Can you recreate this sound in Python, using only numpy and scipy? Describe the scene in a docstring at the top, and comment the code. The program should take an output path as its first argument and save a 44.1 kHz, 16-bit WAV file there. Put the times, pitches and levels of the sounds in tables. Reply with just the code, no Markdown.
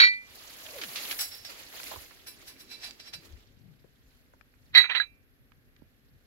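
"""A porcelain saucer grinds to rest on a boulder in a quiet valley and rings out as the fingers let go.
A jacket sleeve swishes, porcelain is rubbed in short strokes close by, and then a cup is set on
the saucer: a gritty slide and a few clinks until its foot sits flat.
Porcelain is rough contact force driving decaying modes, plus coloured grit; cloth, snaps, valley air
and puffs at the microphone are shaped noise, with a faint falling zip in the cloth."""
import sys
import numpy as np
from scipy import signal
from scipy.fft import rfft, irfft
from scipy.io import wavfile

SR = 44100
rng = np.random.default_rng(int(sys.argv[2]) if len(sys.argv) > 2 else 0)


def inscribe(sig):
    """Save sig as 16-bit PCM at rate SR to the path in sys.argv[1].

    A 1-D sig is mono; a 2-D sig holds one channel per row.
    Samples are clipped to [-1, 1] before scaling.
    """
    pcm = np.round(np.clip(np.atleast_2d(sig).T, -1, 1) * 32767)
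    wavfile.write(sys.argv[1], SR, pcm.astype(np.int16))


N = 276066
T = np.arange(N) / SR  # seconds


def from_db(db):
    """Amplitude gain of a level in dB."""
    return 10 ** (np.asarray(db) / 20)


def rms_one(x):
    """Scale to an rms of 1."""
    return x / np.sqrt(np.mean(x ** 2) + 1e-20)


def in_time(rows):
    """Each column of a curve, sample by sample."""
    s, *columns = np.transpose(rows)
    return [np.interp(T, s, column) for column in columns]


def at_hz(points, hz):
    """Read a spectrum on a log-frequency axis."""
    f, value = np.transpose(points)
    return np.interp(np.log(hz + 1), np.log(f), value)


def panned(pan_db):
    """Left and right gains of constant power; positive leans left."""
    return rms_one(from_db([[pan_db / 2], [-pan_db / 2]]))


def coloured(x, spectrum):
    """Causal (minimum-phase) filter of unit power gain, made by folding the cepstrum."""
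    size = 4096
    gain = rms_one(from_db(at_hz(spectrum, np.fft.rfftfreq(size, 1 / SR))))
    cepstrum = irfft(np.log(gain))
    cepstrum[1:size // 2] *= 2
    cepstrum[size // 2 + 1:] = 0
    impulse = irfft(np.exp(rfft(cepstrum)))
    return signal.oaconvolve(np.atleast_2d(x), impulse[None], axes=1)[:, :N]


def grains(spread_db, per_s):
    """Noise of rms 1 whose strength varies from one asperity to the next."""
    sizes = from_db(spread_db * np.clip(rng.standard_normal(N), -2, 2))
    return rms_one(rng.standard_normal(N) * np.interp(T * per_s, np.arange(N), sizes))


# How alike the two microphone sides are. Each row: frequency in Hz, left-right likeness from -1 to 1.
LIKENESS = [(50, -0), (300, 0.7), (640, 0.4), (1400, -0.2), (3100, -0.4), (7000, -0.3), (15000, 0.3)]


def diffuse(spectrum, spread_db, per_s):
    """Grainy sound of rms 1 from all around; left-right likeness varies with frequency."""
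    mid, side = rfft(grains(spread_db, per_s)), rfft(grains(spread_db, per_s))
    alike = np.clip(at_hz(LIKENESS, np.fft.rfftfreq(N, 1 / SR)), -1, 1)
    both_sides = np.sqrt(1 + alike) * mid + np.sqrt(1 - alike) * side * [[1], [-1]]
    return rms_one(coloured(irfft(both_sides, N), spectrum))


def stroke(s, swell, fade, hold=0):
    """Force that swells up to time s, holds, and dies away; all in seconds."""
    before, after = (s - T) / swell, np.maximum(T - s - hold, 0) / fade
    return np.exp(-np.minimum(np.where(T < s, before, after), 40))


def together(forces):
    """Unrelated forces add in power."""
    return np.sqrt(sum(force ** 2 for force in forces))


def contact(knocks):
    """Force of sudden knocks."""
    return together([from_db(db) * stroke(s, 1 / SR, fade) for s, db, fade in knocks])


def touch_forces(touches, bite_s, stop_s):
    """Each touch is a sudden knock and a short skid: two forces, one row per touch."""
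    knocks = [from_db(db) * stroke(s, 1 / SR, fade) for s, db, fade, *_ in touches]
    skids = [from_db(db) * stroke(s, bite_s, stop_s, hold) for s, _, _, db, hold, *_ in touches]
    return np.array(knocks), np.array(skids)


def grinding(knock, skid, spread_db, per_s):
    """Sliding is grainy; each knock is one short even burst."""
    return skid * grains(spread_db, per_s) + knock * rng.standard_normal(N)


SKIRT_HZ = 490  # how far from its pitch a mode still radiates


def ring(force, modes):
    """Modes store a rough force's energy; grit scatters their phase, and they ring clean once left alone."""
    touching = np.flatnonzero(force > 1e-5)
    live = slice(touching[0], min(N, touching[-1] + SR // 2))
    t, push, out = T[live] - T[live][0], force[live], np.zeros((2, N))
    # running mean over about 8.5 ms; its scale cancels in the ratio below
    mean = lambda v: signal.lfilter([1], [1, -np.exp(-1 / (0.0085 * SR))], v) + 1e-24
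    skirt = signal.butter(2, SKIRT_HZ, fs=SR, output="sos")
    for hz, db, t60, pan_db, *flat_hz in modes:
        r = from_db(-60 / (t60 * SR))  # decay per sample
        scatter = rng.standard_normal((2, N))[:, live].T @ [1, 1j]
        swing = signal.lfilter([1], [1, -r], push * scatter)
        energy = signal.lfilter([1 - r * r], [1, -r * r], push ** 2)
        swing = swing * np.sqrt(2 * mean(energy) / mean(abs(swing) ** 2))
        swing = signal.sosfilt(skirt, swing)  # still centred on 0 Hz here
        pitch = hz - sum(flat_hz) * np.exp(-t / 0.078)  # the fingers' load lifts off
        carrier = np.exp(2j * np.pi * np.cumsum(pitch) / SR)
        out[:, live] += panned(pan_db) * from_db(db) * (swing * carrier).real
    return out


def placed(x, lag_ms, scatter_db):
    """The right side hears it a little later; the rock scatters a short tail."""
    direct = np.array([x[0], np.interp(T - lag_ms / 1000, T, x[1])])
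    t = T[:SR // 8]
    tail = rng.standard_normal((2, len(t))) * np.exp(-t / 0.0055) * (t > .001)
    tail /= np.sqrt(np.sum(tail ** 2, axis=1, keepdims=True))
    return direct + from_db(scatter_db) * signal.oaconvolve(x, tail, axes=1)[:, :N]


# The saucer bumps the rock and skids on. Each row: start in seconds, knock in relative dB,
# knock die-away in seconds, friction in relative dB, skid in seconds.
SAUCER_TOUCHES = [(.0005, -7, .002, -16.5, 0.0026), (.0144, -8.5, 0.001, -30, 0.0057),
                  (.0205, -21, 0.0011, -28.5, 0.0074), (.034, -17.5, 0.0025, -25, 0.012),
                  (.05, -15.5, 0.00088, -38, 0.0054), (.071, -35, .002, -29.5, 0.0022),
                  (.118, -58, 0.0017, -52, 0.019)]
# Ringing of the plate. Each row: frequency in Hz, relative level in dB, time to fall 60 dB in seconds,
# left over right in dB, flattening at first touch in Hz.
SAUCER_MODES = [(432, -32.5, 0.21, 5, 0), (1518, -8, .06, 7, 1), (2025, 2.5, 0.31, -1.5, 125.5),
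                (2364, 2.5, 0.31, -6, 48), (3176, -14, 0.07, -2, 0.5), (3905, -0.5, 0.081, -11, 32),
                (4411, 3, .15, -7, 58), (5400, -17.5, .12, 8, 0.5), (6320, -30, 0.14, 3, 0),
                (6806, -29, 0.126, 5, 0), (8500, -31, .12, 1, 0), (9060, -37.5, .12, 1.5, 1),
                (12220, -32, .15, -13, -0.5), (12670, -32.5, .12, -18, -1)]
# Grit of porcelain on rock. Each row: frequency in Hz, relative level per Hz in dB.
SAUCER_GRIT = [(100, -34), (500, -19), (1100, -8), (1450, 4.5), (2600, -1.5), (3800, -1.5), (4400, 3.5),
               (4950, -20), (5500, -14), (6500, -24.5), (7500, -57), (16000, -57.5)]
SAUCER_BITE_S, SAUCER_STOP_S = 0.0033, 0.0072  # friction builds up, and dies after a skid


def saucer():
    """The saucer's foot grates over the rock, then the plate rings out."""
    knock, skid = map(together, touch_forces(SAUCER_TOUCHES, SAUCER_BITE_S, SAUCER_STOP_S))
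    grit = coloured(grinding(knock, skid, spread_db=2.25, per_s=1500), SAUCER_GRIT)
    tone = ring(together([knock, skid]), SAUCER_MODES)
    mix = from_db(-2.5) * panned(-1.9) * grit + from_db(0.5) * tone
    return placed(mix, lag_ms=.3, scatter_db=-19.5)


# Steady rustle of the jacket, rising and settling with the arm's movement.
# Each row: time in seconds, relative level in dB.
RUSTLE = [(0, -53), (.2, -62.5), (.36, -52), (1.06, -43), (1.3, -55), (1.9, -52), (2.16, -59.5),
          (3.3, -61.5), (3.55, -72), (5.2, -78), (6.26, -74.5)]
# Single sweeps of the sleeve. Each row: time of peak in seconds, swish in relative dB,
# hiss in relative dB, swell in seconds, die-away in seconds.
SWEEPS = [(.96, -44, -57, 0.015, 0.054), (1.049, -38.5, -44, 0.012, .02),
          (1.117, -38.5, -34.5, 0.034, 0.033), (1.215, -68, -31, 0.04, 0.038),
          (1.35, -52, -46, 0.031, .035), (1.5, -44, -49.5, 0.022, 0.061), (1.6, -47.5, -53, 0.039, 0.057),
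          (1.759, -45.5, -47.5, 0.037, 0.097), (1.87, -45, -45, 0.091, 0.14),
          (2.02, -51, -48, 0.025, 0.023), (2.42, -55.5, -60, 0.048, 0.052),
          (2.88, -50.5, -58.5, .05, 0.041), (3.255, -55, -58.5, 0.029, .02), (3.38, -64, -72, .03, .04),
          (4.15, -70.5, -72, .12, .14), (4.68, -71, -75.5, .12, .08)]
HISS_AT_DB = -50
HISS_DB, HISS_GROWTH = -52, 1.5  # relative hiss at a rustle of HISS_AT_DB; dB of hiss per dB of rustle


def sleeve_levels():
    """Strength of swish and hiss: a steady rustle, brighter as it grows, with single sweeps on top."""
    rustle_db, = in_time(RUSTLE)
    swish = from_db(rustle_db) ** 2
    hiss = from_db(HISS_DB + HISS_GROWTH * (rustle_db - HISS_AT_DB)) ** 2
    for s, swish_db, hiss_db, swell, fade in SWEEPS:
        power = stroke(s, swell, fade) ** 2
        swish = swish + from_db(swish_db) ** 2 * power
        hiss = hiss + from_db(hiss_db) ** 2 * power
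    return np.sqrt(swish), np.sqrt(hiss)


def crumple(spread_db, per_s):
    """Folds give way here and there: each half-octave has small scuffs of its own."""
    out, edges = 0, np.geomspace(250, 15500, 13)  # Hz
    for low, high in zip(edges, edges[1:]):
        band = signal.butter(2, [low, high], "band", fs=SR, output="sos")
        steps = from_db(spread_db * np.clip(rng.standard_normal(4000), -2, 2.3))
        strength = np.interp(T * per_s, np.arange(len(steps)), steps)
        out = out + signal.sosfilt(band, rng.standard_normal((2, N)) * strength)
    return out


# Body of the cloth's swish. Each row: frequency in Hz, relative level in dB.
SWISH = [(88, -43), (150, -9.5), (652, -5), (899, -8.5), (1260, -6.5), (1520, -7), (1920, -3.5),
         (3710, -4.5), (4250, -3.5), (4710, -5.5), (8500, -16.5), (11000, -48.5), (18700, -120)]
# Its airy treble. Each row: frequency in Hz, relative level in dB.
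HISS = [(4120, -34), (7000, -4.5), (8190, -19.5), (9210, -4.5), (10100, -1.5), (12500, 1.5), (14900, -8.5),
        (15600, -2.5)]
# A faint falling zip of cloth. Each row: time in seconds, frequency in Hz, level in dB.
ZIP = [(0.648, 615.7, -56.5), (0.731, 591.3, -53.5), (0.766, 535, -41), (.8, 439, -50), (0.849, 262, -54.5),
       (0.911, 101, -56.5), (.95, 78.6, -90)]


def jacket():
    """Cloth slides on cloth and crumples; its weave zips down in pitch as the arm slows."""
    swish_level, hiss_level = sleeve_levels()
    scuffs = crumple(spread_db=5, per_s=110)
    swish = from_db(-4) * diffuse(SWISH, 3, 500) + from_db(-2) * rms_one(coloured(scuffs, SWISH))
    hiss = from_db(-2) * diffuse(HISS, 2.8, 900) + from_db(-6.0) * rms_one(coloured(scuffs, HISS))
    zip_hz, zip_db = in_time(ZIP)
    rough_hz = zip_hz * (1 + 1.0 * rng.standard_normal(N))
    sounding = (T > ZIP[0][0]) * (T < ZIP[-1][0])
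    weave = np.sin(2 * np.pi * np.cumsum(rough_hz) / SR) * sounding
    cloth = panned(-3.5) * swish_level * swish + panned(.3) * hiss_level * hiss
    return cloth + panned(-0.68) * from_db(zip_db) * weave


# Soft low puffs and swells at the microphone. Each row: time of peak in seconds, level in dB,
# centre in Hz, swell in seconds, die-away in seconds, left over right in dB.
PUFFS = [(.01, -58.5, 130, .01, .04, 6.5), (.89, -68, 110, .025, .03, 3), (1.975, -50, 70, .018, .018, -2),
         (2.7, -62.5, 300, .7, 0.41, -0.5), (3.16, -50.5, 130, .015, .03, 5),
         (3.27, -60.5, 277, 0.078, 0.119, 7.5), (3.335, -44.5, 55, .03, .03, 6.5),
         (3.68, -52, 127, 0.12, .09, 10), (4.76, -56.5, 100, 0.096, .04, 3), (5.58, -60, 90, .03, .03, 1),
         (5.83, -53.5, 75, 0.013, .025, -6.5), (6.13, -59, 100, .03, .05, 5.5)]


def puffs():
    """Each puff is a swell of low noise about an octave wide."""
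    out, air = 0, rng.standard_normal(N) + .9 * rng.standard_normal((2, N))
    for s, db, hz, swell, fade, pan_db in PUFFS:
        band = signal.butter(2, [hz / np.sqrt(2), hz * np.sqrt(2)], "band", fs=SR, output="sos")
        puff = stroke(s, swell, fade) * rms_one(signal.sosfilt(band, air))
        out = out + from_db(db) * panned(pan_db) * puff
    return out


# Low breeze on the microphone. Each row: frequency in Hz, relative level in dB.
RUMBLE_COLOUR = [(15, -22), (30, 4), (60, 2.5), (130, -3), (190, -13.5), (300, -12.5), (450, -30),
                 (900, -61)]
# Still air of the valley. Each row: frequency in Hz, relative level in dB.
VALLEY = [(15, -40.5), (25, -14.5), (126, -11), (174, -20.5), (253, -8), (323, -21), (359, -17),
          (510, -19.5), (583, -23), (805, -28), (947, -32), (1670, -22), (7730, -49.5), (12200, -29),
          (15600, -46)]
BREEZE_DB, VALLEY_DB = -65.5, -67.5  # rms levels


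def valley():
    """Still outdoor air, with a light breeze on the microphone, as steady grainy noise plus puffs."""
    breeze = from_db(BREEZE_DB) * panned(2.5) * diffuse(RUMBLE_COLOUR, 3, 50)
    return breeze + puffs() + from_db(VALLEY_DB) * diffuse(VALLEY, 0.9, 200)


# Small snaps of cloth, leaves and twigs. Each row: start in seconds, level in dB, pitch in Hz,
# die-away in seconds, left over right in dB.
SNAPS = [(0.665, -39.5, 2530, 0.0037, -6), (.784, -40, 3000, 0.0063, -4), (.814, -34.5, 2760, 0.017, -4),
         (.836, -30.5, 2560, 0.0072, -5.5), (0.958, -33, 3020, 0.039, -4), (1.111, -26.5, 3130, 0.0055, -4),
         (1.125, -34, 2050, 0.0066, -1), (1.74, -45, 900, 0.0021, -5), (1.8, -33.5, 1420, 0.0023, 8),
         (1.8325, -31, 3280, 0.00091, -16), (1.841, -26.5, 11200, 0.00055, -23),
         (1.858, -46, 8100, 0.00042, -14), (1.882, -37, 6030, 0.00061, -8), (1.914, -36, 840, 0.012, -4),
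         (1.936, -41, 665, 0.0087, -21), (1.959, -39.5, 664, 0.0088, -17), (2.109, -51, 1390, 0.011, -17),
         (2.194, -62, 1190, 0.0023, -1.5), (2.909, -39.5, 3690, 0.0033, -3),
         (3.324, -56, 4000, 0.0034, -11), (3.842, -50.5, 346, 0.0073, 11), (4.336, -52, 700, 0.005, -6),
         (4.411, -46, 1500, 0.0023, 23), (4.539, -58, 1490, .003, -10.5), (5.519, -52.5, 1570, .003, -20),
         (5.764, -56, 2500, .003, -3.5), (5.819, -56, 800, 0.0016, -17), (5.821, -45, 199, .003, -15)]


def snaps():
    """Each snap is a brief burst in one broad band."""
    out, t = np.zeros((2, N)), T[:SR // 4]
    for s, db, hz, fade, pan_db in SNAPS:
        low, high = hz / 1.7, min(hz * 1.6, .45 * SR)
        band = signal.butter(2, [low, high], "band", fs=SR, output="sos")
        # noise partly shared by both sides
        noise = rms_one(rng.standard_normal(len(t)) + 2.7 * rng.standard_normal((2, len(t))))
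        burst = signal.sosfilt(band, noise * np.exp(-t / fade))
        burst = burst * np.sqrt(SR / 2 / (high - low))  # makes up for the narrow band
        at = round(s * SR)
        out[:, at:at + len(t)] += from_db(db) * panned(pan_db) * burst
    return out


# Porcelain rubbed close by. Each row: time of peak in seconds, friction in relative dB, swell in seconds,
# die-away in seconds, treble of the grit in relative dB, frequency it rings most at in Hz,
# ring in relative dB, fall of the other modes in dB per octave.
RUBS = [(1.191, -30.5, .0015, 0.038, -5, 6710, 5, 21), (1.212, -39.5, 0.0055, 0.021, 19, 6620, -0.5, 24),
        (1.315, -45.5, 0.004, 0.062, -12, 5700, 5.5, 32), (1.45, -39, .002, 0.017, 1, 5700, 2.5, 27),
        (2.271, -42.5, 0.0045, 0.028, 4.5, 11490, 0, 4.5), (2.48, -44, 0.0097, 0.028, 7, 6950, -7, 3),
        (2.603, -49, 0.0097, 0.022, 7, 11400, -3, 4.5), (2.718, -43, 0.014, 0.03, 1, 3780, 3, 12.5),
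        (2.843, -37, 0.018, 0.028, -10, 4010, -2, 8.5), (3.0, -43, 0.0037, 0.013, -7, 4210, -3.5, 10),
        (3.078, -42.5, 0.019, 0.012, -19, 4580, -5.5, 9.5),
        (3.137, -32, 0.003, 0.013, -17, 4740, -7.5, 8.5)]
# Ringing under the strokes. Each row: frequency in Hz, relative level in dB,
# time to fall 60 dB in seconds, left over right in dB.
RUB_MODES = [(1015, -5, 0.126, -7), (1720, -8, 0.25, 7), (2340, -2, 0.152, 14), (2670, -6, 0.17, 5),
             (3670, -15, 0.2, -4), (4032, 1, 0.13, -26), (4764, -4, 0.22, -18), (5390, -1.5, 0.082, -9),
             (7814, -7, 0.055, 6), (8610, -13.5, 0.12, 8), (9940, -2, 0.11, -16), (10900, -12, .1, 11),
             (12400, -7, 0.09, 18), (13780, -3, 0.08, 15), (15400, -18.5, .08, -1.5)]
# Grit of the strokes. Each row: frequency in Hz, relative level in dB.
RUB_GRIT = [(200, -39.5), (750, -2.5), (1000, -11), (1600, 2), (2500, 0), (4300, 2.5), (5600, 4.5),
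            (8000, -18.5), (12000, -6.5), (15500, -19)]


def rubbing():
    """Short dry strokes over glaze; each favours the modes near one pitch, by where it touches."""
    s, db, swell, fade, treble_db, ring_hz, ring_db, fall_db = np.transpose(RUBS)
    strokes = np.array([from_db(level) * stroke(*shape) for level, *shape in zip(db, s, swell, fade)])
    low_pass = signal.butter(2, 7000, fs=SR, output="sos")
    high_pass = signal.butter(2, 7500, "high", fs=SR, output="sos")
    low = signal.sosfilt(low_pass, diffuse(RUB_GRIT, 1.2, 630))
    high = signal.sosfilt(high_pass, diffuse(RUB_GRIT, 3.8, 2200))
    grit = panned(-2.0) * strokes.sum(0) * low + panned(0.62) * (from_db(treble_db) @ strokes) * high

    def favour(hz):
        """How strongly each stroke drives a mode, with 2 dB of chance."""
        octaves_off = abs(np.log2(hz / ring_hz))
        return from_db(ring_db - fall_db * octaves_off + rng.normal(0, 2, len(s)))

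    tone = sum(ring(favour(mode[0]) @ strokes, [mode]) for mode in RUB_MODES)
    return from_db(-1.5) * grit + from_db(-2.0) * tone


# The cup knocks on the saucer and skids on. Each row: start in seconds, knock in relative dB,
# knock die-away in seconds, friction in relative dB, skid in seconds, how freely it rings in dB,
# left over right of the grit in dB.
CUP_TOUCHES = [(4.75, -12, 0.00081, -25, 0.019, 2.5, 1.5), (4.773, -22, 0.0021, -26.5, .005, 6.5, -7),
               (4.7825, -18, 0.0035, -28, .026, -4, -14), (4.842, -23, 0.0019, -30, 0.0042, -16, -8),
               (4.8979, -20, 0.00358, -28, .008, -20.5, -11), (4.91, -35, 0.0022, -29, 0.011, -13, -8.5),
               (4.95, -22.5, 0.0033, -22.5, .004, -12, -12.5),
               (4.959, -20, 0.00082, -34, .005, -2.5, -16.5), (4.969, -31, 0.0018, -32.5, 0.0036, -4, -3),
               (4.9986, -24, 0.0034, -38, 0.02, -18, -10)]
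# Ringing of the cup. Each row: frequency in Hz, relative level in dB, time to fall 60 dB in seconds,
# left over right in dB.
CUP_MODES = [(1665, -10.5, 0.0696, -13.5), (1957, 2, 0.11, -9.5), (2070, -6, .15, -10.5),
             (2223, -11, .18, -16), (2365, -12, 0.46, -12.5), (2654, -18, 0.46, -14.5),
             (3267, -7, 0.055, -11.5), (3907, 5, 0.14, -12), (3955, -1, 0.13, -19),
             (4333, -4.5, 0.084, -16), (5560, -23, .07, -9), (6450, -32.5, 0.28, -9.5),
             (7800, -38.5, .11, -9.5), (8250, -46, 0.079, -6), (8970, -35, .11, -13.5),
             (12010, -30, 0.12, -7), (12140, -26.5, .13, -11), (13780, -34.5, .09, -19.5),
             (14350, -31.5, 0.089, -16.5)]
# Grit of the foot on glaze. Each row: frequency in Hz, relative level in dB.
CUP_GRIT = [(100, -43), (300, -23.5), (550, -11), (1000, -1), (1600, 8.5), (2300, 11.5), (2850, 4.5),
            (3600, 2), (4300, -8), (4900, -29.5), (6000, -26.5), (7000, -38.5), (15000, -51.5)]
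# The last clink, as the foot drops flat. Each row: start in seconds, force in relative dB,
# die-away in seconds.
SEATING = [(5.0003, -8, 0.001)]
# Cup and saucer ringing together. Each row: frequency in Hz, relative level in dB,
# time to fall 60 dB in seconds, left over right in dB.
SEATED_MODES = [(1656, 0.5, 0.058, -11), (1910, -8.5, 0.045, -9), (3946, 0.5, 0.089, -19.5)]
CUP_BITE_S, CUP_STOP_S = .004, 0.015  # friction builds up, and dies after a skid


def cup():
    """The cup lands on one edge, slides, rocks and drops flat; fingers and saucer damp some touches more."""
    knocks, skids = touch_forces(CUP_TOUCHES, CUP_BITE_S, CUP_STOP_S)
    *_, free_db, pan_db = np.transpose(CUP_TOUCHES)
    sides = np.hstack([panned(p) for p in pan_db]) ** 2  # power of each touch, left and right
    knock, skid = np.sqrt(sides @ knocks ** 2), np.sqrt(sides @ skids ** 2)
    grit = from_db(-0.5) * coloured(grinding(knock, skid, spread_db=3.7, per_s=1200), CUP_GRIT)
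    ringing_force = np.sqrt(from_db(free_db) ** 2 @ (knocks ** 2 + skids ** 2))
    tone = ring(ringing_force, CUP_MODES)
    last_clink = ring(contact(SEATING), SEATED_MODES)
    return placed(grit + tone + last_clink, lag_ms=0.15, scatter_db=-13.5)


def scene():
    """All the sounds of the valley, added up."""
    return saucer() + jacket() + valley() + snaps() + rubbing() + cup()


CUTOFF_HZ = 15750


def record(dry):
    """The top is cut steeply."""
    return signal.sosfilt(signal.ellip(12, .1, 80, CUTOFF_HZ, fs=SR, output="sos"), dry)


dry = scene()
out = record(dry)
inscribe(out)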